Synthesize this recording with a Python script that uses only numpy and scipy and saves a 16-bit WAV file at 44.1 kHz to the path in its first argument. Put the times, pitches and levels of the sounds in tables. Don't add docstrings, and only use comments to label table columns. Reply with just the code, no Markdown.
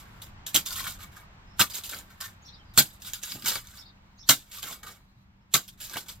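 import sys
import numpy as np
from scipy import signal
from scipy.fft import rfft, irfft, next_fast_len
from scipy.io import wavfile
from scipy.ndimage import uniform_filter1d, map_coordinates

SR = 44100
rng = np.random.default_rng(int(sys.argv[2]) if len(sys.argv) > 2 else 0)


def dump(signal):
    limited = np.clip(np.atleast_2d(signal).T, -1, 1)
    pcm = np.round(limited * 32767).astype(np.int16)
    wavfile.write(sys.argv[1], SR, pcm)


def gain_from_db(level_db):
    decades = np.asarray(level_db, float) / 20
    return 10 ** decades


N = 273420

# time_s, level_db
ROAD_LEVEL = [(0, -55), (.64, -55), (2.95, -59.5), (3.38, -64.5), (3.899, -60.5), (4.37, -65.5),
              (4.7, -64.5), (5.13, -67), (6.2, -64)]
# frequency_hz, density_db
RUMBLE_SPECTRUM = [(12, -32), (20, -3.5), (107, -5), (140, -10.5), (201, -11), (222, -16.5), (296, -23.5),
                   (327, -21.5), (400, -35), (520, -64), (880, -120)]
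# frequency_hz, density_db
HISS_SPECTRUM = [(150, -43), (250, -11.5), (334, -13.5), (516, -14), (555, -13), (821, -9), (909, -7),
                 (2140, -13.5), (2740, -16), (8000, -32), (10400, -75), (17600, -120)]
# frequency_hz, density_db
LEAF_SPECTRUM = [(2350, -31.5), (4000, 0), (5250, -14), (7660, -13.5), (8700, -22), (9440, -40),
                 (10800, -30), (11600, -9), (16000, -12)]
# time_s, level_db
LEAF_LEVEL = [(0, -77.5), (1.5, -74.5), (2.2, -70.5), (2.44, -70), (2.47, -54), (2.51, -70),
              (2.75, -73.5), (4.12, -73), (4.22, -66.5), (5.22, -73.5), (5.3, -88), (6.2, -78.5)]
# frequency_hz, density_db
HAZE_SPECTRUM = [(10600, -120), (11200, -6), (12000, 0), (15500, -2), (16400, -10)]
# pitch_hz, level_db
MACHINE_HUM = [(195, -67.5)]
# frequency_hz, correlation (-1 to 1)
LIKENESS = [(60, 0.99), (180, 0.88), (550, 0.2), (1650, -0.31), (4970, -0.47), (15000, -0.92)]
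RUMBLE_DB, RUMBLE_FOLLOWS = -55.5, 0.64

# start_s, length_s, top_hz, held_share, level_db
CHIRPS = [(2.435, 0.063, 5520, 0.34, -50.5), (2.513, 0.059, 4900, 0.15, -50.5),
          (3.762, 0.075, 5380, 0.3, -51), (3.841, 0.07, 4850, .3, -55), (4.177, 0.074, 5500, .38, -52),
          (4.25, 0.045, 4900, .1, -55.5)]
# start_s, length_s, from_hz, to_hz, level_db
PEEPS = [(2.52, 0.043, 3700, 4100, -56), (2.478, .022, 4480, 3700, -58), (3.855, 0.044, 3650, 3820, -60),
         (1.462, 0.12, 5100, 5450, -71), (2.417, 0.086, 6670, 5950, -69), (2.468, 0.13, 5470, 5400, -68.5),
         (2.585, 0.031, 3200, 3050, -62), (2.648, 0.081, 4930, 4700, -70.5), (4.073, .06, 2295, 2144, -75),
         (4.17, 0.09, 6290, 5700, -65), (5.405, .025, 5170, 5340, -81)]
CHIRP_ENDS_HZ, CHIRP_START_DB, CHIRP_DROPPED_DB, CHIRP_END_DB = 3500, -10, -3, -14
DROP_AT, DROP_TAKES = 0.6, 0.12

# start_s, peak_db, t60_s, brightness_db (350-900 Hz re peak)
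THUMPS = [(0.544, -30, 0.16, -5.5), (0.801, -50, 0.19, -6), (0.869, -44, 0.12, -4.5),
          (1.602, -24.5, 0.11, -4.5), (1.909, -53.5, 0.37, 4.5), (1.951, -58.5, 0.51, -1),
          (2.219, -66, 0.13, -6), (2.775, -22, 0.15, -6), (3.098, -56, 0.13, -5), (3.301, -48, 0.49, -32),
          (3.348, -40.5, 0.18, -7.5), (3.43, -39, 0.18, -21), (3.471, -45, 0.15, -6),
          (3.509, -59, 0.18, 13), (3.554, -39, 0.079, 3), (4.294, -24.5, 0.15, -6),
          (4.627, -55.5, 0.69, 3.5), (4.707, -45.5, 0.068, 7.5), (4.829, -52.5, 0.18, 1),
          (4.879, -62, 0.33, 8), (5.541, -30, 0.13, -0.5), (5.899, -57.5, 1, 0.5),
          (5.956, -32.5, 0.08, 3.5), (6.088, -69, 0.073, 2)]
# frequency_hz, density_db
GROUND_SPECTRUM = [(35, -36), (60, -12.5), (146, 3.5), (295, -0.5), (380, -12.5), (490, -41.5), (840, -120)]
# frequency_hz, density_db
CLOD_SPECTRUM = [(210, -34.5), (350, -2.5), (845, -1), (950, -9.5), (1240, -32), (2090, -120)]
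KNOCK_DB, KNOCK_S = -16, 0.0017

# start_s, peak_db, ring_hz, lower_ring_db (re peak)
BLOWS = [(0.5452, -11, 3900, -17), (0.5597, -4.5, 3170, -26.5), (0.5673, -10.5, 3260, -27),
         (1.599, -10.5, 3940, -10), (1.605, -7.5, 3440, -10), (1.6129, -5, 2650, -11),
         (1.6193, -8.5, 3870, -12.5), (2.775, -3, 8550, -5.5), (2.7834, -2, 4400, -15.5),
         (2.7863, -5.5, 3800, -21), (2.7893, -4, 7060, -19), (4.2921, 0, 4260, -17.5),
         (4.295, -2.5, 3210, -7.5), (4.2958, -8, 6560, -4), (4.307, -3, 5760, -21.5),
         (5.5402, -4.5, 6770, -21), (5.542, -4, 3740, -14), (5.5535, -8, 6560, -13)]
# start_s, peak_db, ring_hz, lower_ring_db (re peak)
STONES = [(.219, -29.5, 3580, -23), (2.2086, -25.5, 3480, -15), (4.833, -35, 6440, -8),
          (5.9577, -31, 2000, 8), (5.679, -38, 5000, -20), (0.661, -22, 3580, -25),
          (0.6858, -24, 3660, -18), (0.7062, -22, 4750, -17), (0.7261, -22, 4900, -16),
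          (0.8034, -31, 3150, 9), (.841, -25, 8700, -10), (0.8659, -28, 3170, 5), (0.877, -20.5, 3120, -6),
          (1.7444, -32.5, 3840, -18), (1.9116, -24, 8550, -22), (1.945, -25, 4700, -22),
          (2.2108, -20.5, 5000, -32), (5.8963, -29, 6100, -22), (3.1341, -18, 7030, -28),
          (3.2348, -17, 6770, -40), (3.3196, -20.5, 4940, -8), (3.4226, -30, 4960, -7.5),
          (3.3688, -36, 2730, -6), (3.3953, -35, 5110, -15), (1.9335, -29.5, 2380, 4.5),
          (2.258, -27.5, 3680, -7.5), (3.447, -21.5, 5200, -11), (3.459, -15, 7000, -4),
          (3.4628, -19, 3020, -4), (5.9795, -26, 3290, -6), (1.8455, -27.5, 4500, -21),
          (3.555, -17.5, 4790, 1.5), (3.6709, -33, 6390, -22), (3.7719, -36.5, 3700, -24),
          (4.629, -22.5, 3200, -5.5), (4.6708, -30.5, 3340, -20), (4.7264, -26.5, 3510, -3),
          (5.6888, -31.5, 3200, -25), (5.9686, -20.5, 2900, -0.5), (6.0912, -29, 3450, -4.5),
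          (1.9879, -29, 7060, -22)]
CATCH_DB, CATCH_HZ, CATCH_SPREAD, CATCH_LOW_DB = 9, 3700, 0.096, -20.5
CARRY_ON_S = 0.005

# start_s, grit_db, rise_s, hold_s, ring_db (re grit)
STABS = [
    (0.5432, -20.5, 0.0094, 0.012, -8),
    (1.594, -20.5, 0.0085, 0.018, -4.5),
    (2.7758, -15, 0.013, 0.0081, -9.5),
    (4.2892, -17, 0.00206, 0.02, -6),
    (5.538, -21.5, 0.0013, 0.02, -5.5),
]
# start_s, grit_db, rise_s, ring_db (re grit)
SLIPS = [(0, -52, .001, -5), (0.217, -45.5, 0.0012, -8), (0.4639, -36.5, .003, -17),
         (0.655, -36.5, .013, -11.5), (.704, -39, 0.0042, -8), (0.684, -41, .004, -10),
         (.724, -38, 0.005, -9), (0.8394, -39.5, 0.0033, -2), (0.865, -41, .003, 1.5),
         (1.699, -41.5, 0.0018, -11), (4.911, -52, .002, -6), (4.948, -60, .002, -1.5),
         (5.039, -78.5, 0.0011, -18), (5.213, -84.5, .001, -20), (2.102, -58, 0.0032, 3),
         (2.7376, -54.5, .002, -5), (3.001, -58.5, .002, -15), (3.0195, -45, .002, -16),
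         (3.134, -37.5, .002, -12), (3.217, -48, .008, -13), (4.831, -50.5, .002, 0),
         (5.775, -59.5, 0.018, -5.5), (2.929, -56, 0.0074, -22), (5.679, -49.5, 0.0024, -14),
         (5.933, -41.5, 0.0057, -2), (5.955, -42.5, 0.01, 0.5), (6.06, -57.5, 0.0058, 0)]
# start_s, grit_db, hold_s, sag_db (over the hold), ring_db (re grit)
LEVERS = [(.7567, -38, 0.05, -1, -7.5), (0.87, -35.5, 0.045, 8.5, -7.5), (0.989, -53.5, 0.039, -4, 0),
          (1.117, -62.5, 0.037, 0, 3), (1.162, -55, 0.052, 10, 1.5), (1.735, -38.5, 0.022, -4, -16),
          (1.756, -35.5, 0.026, 5, -9.5), (4.864, -47, 0.064, 11.5, -1.5), (1.715, -51, 0.014, 3, -3.5),
          (1.836, -40, 0.019, 1, -12), (.04, -68.5, 0.19, 4, 6), (1.892, -37, 0.012, 15, -10),
          (1.916, -42, 0.07, 7, -5), (2.204, -42.5, 0.062, 6.5, -3), (3.047, -44, 0.037, -1.5, -8),
          (3.228, -42, 0.12, 2, -11), (3.346, -53, 0.14, 1, -6), (3.443, -43, 0.011, -3, 2.5),
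          (3.457, -31, 0.025, -5, -8), (3.489, -32.5, 0.073, 5.5, -8), (3.633, -61, 0.16, -6, -3),
          (4.407, -65.5, .1, -2.5, -9.5), (4.514, -46.5, 0.074, -2, -11), (4.623, -42, 0.034, 4, -4.5),
          (4.669, -43.5, 0.066, 3, -5), (2.041, -69.5, 0.19, 1.5, 1.5), (5.802, -43, 0.056, 0, -15.5),
          (5.882, -54, 0.038, -7.5, -4.5), (5.974, -36.5, 0.011, 5, -14), (6.083, -45, 0.019, -0.5, -10)]
RISE_DB_PER_S, RELEASE_DB_PER_S, RING_RELEASE_DB_PER_S, LEVER_RISE_S = 519, 370, 293, 0.003
STAB_RISE_DB_PER_S, STAB_SAG_DB, STAB_RELEASE_DB_PER_S = 405.5, 3.5, 639.5
TOUCH_DB, TOUCH_DB_PER_S = -18.5, 1199
CRUMBS_DB, CRUMBS_DB_PER_S = -17, 189
# frequency_hz, width_hz, level_db
BLADE_MODES = [(3050, 16, -9), (3704, 83, 7.5), (4610, 16, -8), (4790, 29, 10.5), (5200, 100, -19.5),
               (5960, 400, -6.5), (6390, 43, -14), (7240, 29, 1), (7330, 94, 1.5), (8100, 19, -12),
               (8030, 16, 2.5), (9120, 39, 7)]
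# frequency_hz, width_hz, level_db
BOWL_MODES = [(1155, 340, -0.5), (1220, 208, 4.5), (1536, 99, 1.5), (1794, 130, -1), (2212.4, 100, -1),
              (2239, 47, 4)]
# frequency_hz, density_db
GRIT_SPECTRUM = [(880, -17), (1500, -22), (1690, 0), (1980, -13.5), (2470, -7), (3340, 0.5), (3650, 4.5),
                 (4420, -5), (7280, -2), (9640, -14), (12200, -3), (15400, -8.5), (16400, -20.5)]

# frequency_hz, t60_s
WALL_DECAY = [(200, 0.028), (2000, 0.081), (10000, 0.093)]
# frequency_hz, left_minus_right_db
PORT_DB = [(60, -.5), (110, -1.5), (200, -2), (380, -1.5), (700, -1), (1290, 0), (2380, 1.5), (4400, 4.5),
           (8120, -7), (15000, -8)]
# frequency_hz, left_lead_rad
PORT_LEAD = [(100, 0), (600, -.3), (1200, -1), (2000, .6), (3600, -1), (4600, -.4), (6000, -1.5),
             (8000, -2), (10500, .9), (12500, -1.5), (15000, -1)]
WALL_DB, TOP_HZ = -2.5, 15800
DIP_HZ, DIP_WIDTH_HZ, DIP_DEPTH = 9270, 260, 0.25


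def unit(x):
    return x / np.sqrt(np.mean(x ** 2) + 1e-20)


def along(points, hz):
    f, v = np.transpose(points)
    return np.interp(np.log(hz + 1), np.log(f + 1), v)


def wobble(rate):
    knots = rng.standard_normal(int(N * rate / SR) + 4)
    return map_coordinates(knots, [np.arange(N) * rate / SR])


def filtered(x, response):
    m = next_fast_len(N + SR // 2)
    gain = response(np.fft.rfftfreq(m, 1 / SR))
    gain = gain / np.sqrt(np.mean(np.abs(gain) ** 2))
    return irfft(rfft(x, m) * gain, m)[..., :N]


def causal(points):
    def response(hz):
        cepstrum = irfft(np.log(np.maximum(gain_from_db(along(points, hz)), 1e-4)))
        half = len(cepstrum) // 2
        cepstrum[1:half] *= 2
        cepstrum[half + 1:] = 0
        return np.exp(rfft(cepstrum))
    return response


def modes(table, damping):
    def response(f):
        total = 0
        for k, (centre, width, db) in enumerate(table):
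            loss = 1j * f * width * damping
            total = total + (-1) ** k * gain_from_db(db) * loss / (centre * centre - f * f + loss)
        return total
    return response


def patches(x, size, depth_db, tall=4, long=6):
    z = signal.stft(x, nperseg=size)[2]
    field = uniform_filter1d(rng.standard_normal(z.shape[-2:]), tall, axis=0)
    field = uniform_filter1d(field, long, axis=1)
    return signal.istft(z * gain_from_db(depth_db * unit(field)), nperseg=size)[1][..., :N]


def rush(spectrum, patchy_db):
    pair = patches(rng.standard_normal((2, N)), size=512, depth_db=patchy_db)

    def response(hz):
        turn = np.arccos(np.clip(along(LIKENESS, hz), -1, 1)) / 2
        return gain_from_db(along(spectrum, hz)) * [np.cos(turn), np.sin(turn)]
    mid, side = filtered(pair, response)
    return unit(np.array([mid + side, mid - side]))


def traffic():
    time_s, road_db = np.transpose(ROAD_LEVEL)
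    rumble_db = RUMBLE_DB + RUMBLE_FOLLOWS * (road_db - road_db.mean())
    t = np.arange(N) / SR
    rumble = gain_from_db(np.interp(t, time_s, rumble_db) + 1.8 * wobble(6.7)) * rush(RUMBLE_SPECTRUM, patchy_db=1.0)
    hiss = gain_from_db(np.interp(t, time_s, road_db) + 0.49 * wobble(1.8)) * rush(HISS_SPECTRUM, patchy_db=-0.5)
    leaf_db = np.interp(t, *np.transpose(LEAF_LEVEL))
    leaves = gain_from_db(leaf_db + 1.8 * wobble(40)) * rush(LEAF_SPECTRUM, patchy_db=0.5)
    hum = np.zeros(N)
    for hz, db in MACHINE_HUM:
        phase = 2 * np.pi * hz * t + 0.52 * wobble(5.8)
        hum += gain_from_db(db + 3.5 + 1.2 * wobble(6.4)) * np.sin(phase)
    haze = gain_from_db(-86 + 3 * wobble(3)) * rush(HAZE_SPECTRUM, patchy_db=2)
    return rumble + hiss + leaves + hum + haze


def notes():
    glides = []
    for s, length, top_hz, held, db in CHIRPS:
        shares = np.array([0, DROP_AT - held, DROP_AT, DROP_AT + DROP_TAKES, 1])
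        pitch_hz = [CHIRP_ENDS_HZ, top_hz, top_hz, CHIRP_ENDS_HZ, 1.1 * CHIRP_ENDS_HZ]
        level_db = db + np.array([CHIRP_START_DB, -1, 0, CHIRP_DROPPED_DB, CHIRP_END_DB])
        glides.append((s + length * shares, pitch_hz, level_db))
    for s, length, from_hz, to_hz, db in PEEPS:
        pitch_hz = [from_hz, (from_hz + to_hz) / 2, to_hz]
        glides.append((s + length * np.array([0, 0.5, 1]), pitch_hz, db + np.array([1, 0, 1])))
    return glides


def sparrows():
    song = np.zeros(N)
    waver, flutter_db = 1 + 0.028 * wobble(600), 5 * wobble(200)
    for s, hz, db in notes():
        at = np.arange(round(s[0] * SR), round(s[-1] * SR))
        t = at / SR
        phase = 2 * np.pi * np.cumsum(np.interp(t, s, hz) * waver[at]) / SR
        fade = np.clip(np.minimum(t - s[0], s[-1] - t) / 0.0037, 0, 1)
        song[at] += fade * gain_from_db(np.interp(t, s, db) + flutter_db[at]) * np.sin(phase)
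    return song


def thumps():
    deep, clods = np.zeros((2, N + SR))
    t = np.arange(SR // 4) / SR
    for s, db, t60, bright_db in THUMPS:
        at = slice(round(s * SR), round(s * SR) + len(t))
        envelope = gain_from_db(db - 1.0 - 60 * t / max(t60, 0.02)) * (1 - np.exp(-t / 0.0054))
        push = envelope * rng.standard_normal(len(t))
        knock = gain_from_db(db + KNOCK_DB) * t / KNOCK_S * np.exp(1 - t / KNOCK_S)
        deep[at] += push + knock
        clods[at] += gain_from_db(bright_db) * push
    return filtered(deep[:N], causal(GROUND_SPECTRUM)) + filtered(clods[:N], causal(CLOD_SPECTRUM))


def steel(force):
    gripped = patches(force, size=256, depth_db=3.5, tall=3, long=12)
    direct = filtered(force, causal(GRIT_SPECTRUM))
    return direct + gain_from_db(-10) * filtered(gripped, modes(BLADE_MODES, damping=3))


def bowl(force):
    gripped = patches(force, size=512, depth_db=3.5, tall=2, long=8)
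    return filtered(gripped, modes(BOWL_MODES, damping=1.3))


def contacts():
    stabs = [(s, db, rise, STAB_RISE_DB_PER_S * rise, hold, STAB_SAG_DB, STAB_RELEASE_DB_PER_S, ring)
             for s, db, rise, hold, ring in STABS]
    slips = [(s, db, rise, RISE_DB_PER_S * rise, 0, 0, RELEASE_DB_PER_S, ring)
             for s, db, rise, ring in SLIPS]
    levers = [(s, db, LEVER_RISE_S, RISE_DB_PER_S * LEVER_RISE_S, hold, sag, RELEASE_DB_PER_S, ring)
              for s, db, hold, sag, ring in LEVERS]
    return stabs, slips + levers


def catches():
    scrapes = contacts()[1]
    pitch_hz = CATCH_HZ * np.exp(CATCH_SPREAD * rng.standard_normal(len(scrapes)))
    caught = []
    for (s, db, _, rise_db, *_), hz in zip(scrapes, pitch_hz):
        carries_on = any(row[0] < s < row[0] + row[2] + row[4] + CARRY_ON_S for row in scrapes)
        if not carries_on:
            caught.append((max(s, 0), db - rise_db + CATCH_DB, hz, CATCH_LOW_DB))
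    return caught


def clinks():
    force, low, ring = np.zeros((3, N + SR))
    t = np.arange(SR // 8) / SR
    for s, db, hz, low_db in BLOWS + STONES + catches():
        blow = round((s + 0.0005) * SR)
        at = slice(blow, blow + len(t))
        noise = rng.standard_normal(len(t))
        rattle = gain_from_db(db - 11 - 60 * t / 0.02) * noise + gain_from_db(db - 5 - 60 * t / 0.001) * np.sign(noise)
        force[at] += rattle
        low[at] += gain_from_db(low_db + 1.0) * rattle
        onset = 1 - np.exp(-t / 0.00023)
        ring[at] += gain_from_db(db - 4.0 - 60 * t / 0.01) * np.sin(2 * np.pi * hz * t) * onset
    return steel(force[:N]) + filtered(low[:N], modes(BOWL_MODES, damping=2.5)) + ring[:N]


def crunch(spiky_db, lumpy_db):
    clumps = patches(rng.standard_normal(N), size=128, depth_db=1.2)
    return unit(clumps * gain_from_db(spiky_db * wobble(1500) + lumpy_db * wobble(90)))


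def strokes():
    grit, ring = np.zeros((2, N + SR))
    t = np.arange(SR // 3) / SR
    stabs, scrapes = contacts()
    for s, db, rise, rise_db, hold, sag_db, release, ring_db in stabs + scrapes:
        rise, hold = max(rise, 1 / SR), max(hold, 1 / SR)
        held_db = db + np.interp(t, [0, rise, rise + hold], [-rise_db, 0, -sag_db])
        after = np.maximum(t - rise - hold, 0)
        start = max(round(s * SR), 0)
        at = slice(start, start + len(t))
        crumbs = gain_from_db(held_db + CRUMBS_DB - CRUMBS_DB_PER_S * after)
        grit[at] = np.maximum(grit[at], gain_from_db(held_db - release * after) + crumbs)
        ring_release = release * RING_RELEASE_DB_PER_S / RELEASE_DB_PER_S
        ring[at] = np.maximum(ring[at], gain_from_db(held_db + ring_db - ring_release * after))
    for s, db, *_ in STABS:
        at = slice(round(s * SR) - len(t), round(s * SR))
        touch = gain_from_db(db + TOUCH_DB - TOUCH_DB_PER_S * t[::-1])
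        grit[at] = np.maximum(grit[at], touch)
    force = crunch(spiky_db=2.9, lumpy_db=1)
    return gain_from_db(1.5) * steel(grit[:N] * force) + bowl(ring[:N] * force)


def echoes(x, t60_scale, delay_s):
    hz, t, z = signal.stft(rng.standard_normal((2, SR // 4)), SR, nperseg=128)
    decay = gain_from_db(-60 * t / (t60_scale * along(WALL_DECAY, hz)[:, None]))
    tail = signal.istft(z * decay, SR, nperseg=128)[1]
    late = np.pad(x, (round(delay_s * SR), 0))[None]
    return signal.fftconvolve(late, tail / np.linalg.norm(tail[0]), axes=1)[:, :N]


def ports(x):
    side = np.array([[0.5], [-0.5]])
    pair = np.array([patches(x, size=64, depth_db=3, tall=2, long=10) for _ in range(2)])

    def response(hz):
        return gain_from_db(side * along(PORT_DB, hz)) * np.exp(1j * side * along(PORT_LEAD, hz))
    return filtered(pair, response)


def scene():
    background, birds, ground = traffic(), sparrows(), thumps()
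    spade = strokes() + clinks()
    turn = np.cumsum(np.abs(wobble(4))) * 8 / SR
    wall = echoes(spade * np.cos(turn), t60_scale=0.58, delay_s=0.002)
    wall = wall + echoes(spade * np.sin(turn), t60_scale=0.79, delay_s=0.0028)
    below = ground * gain_from_db([[-0.5], [0.5]]) + gain_from_db(-20) * echoes(ground, t60_scale=1, delay_s=0.003)
    far = gain_from_db(-8) * birds + echoes(birds, t60_scale=1.2, delay_s=0.004)
    return ports(spade) + gain_from_db(WALL_DB) * wall + below + gain_from_db(2.1) * far + background


def roll_off(x):
    return signal.sosfilt(signal.butter(12, 16520, fs=SR, output="sos"), x)


def record(dry):
    topped = np.clip(dry, -0.7, 0.7)
    b, a = signal.iirpeak(DIP_HZ, DIP_HZ / DIP_WIDTH_HZ, fs=SR)
    dipped = topped - DIP_DEPTH * signal.lfilter(b, a, topped)
    edge = signal.ellip(10, 0.5, 70, TOP_HZ, fs=SR, output="sos")
    finished = signal.sosfilt(edge, dipped)
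    return roll_off(finished)


dry = scene()
out = record(dry)
dump(out)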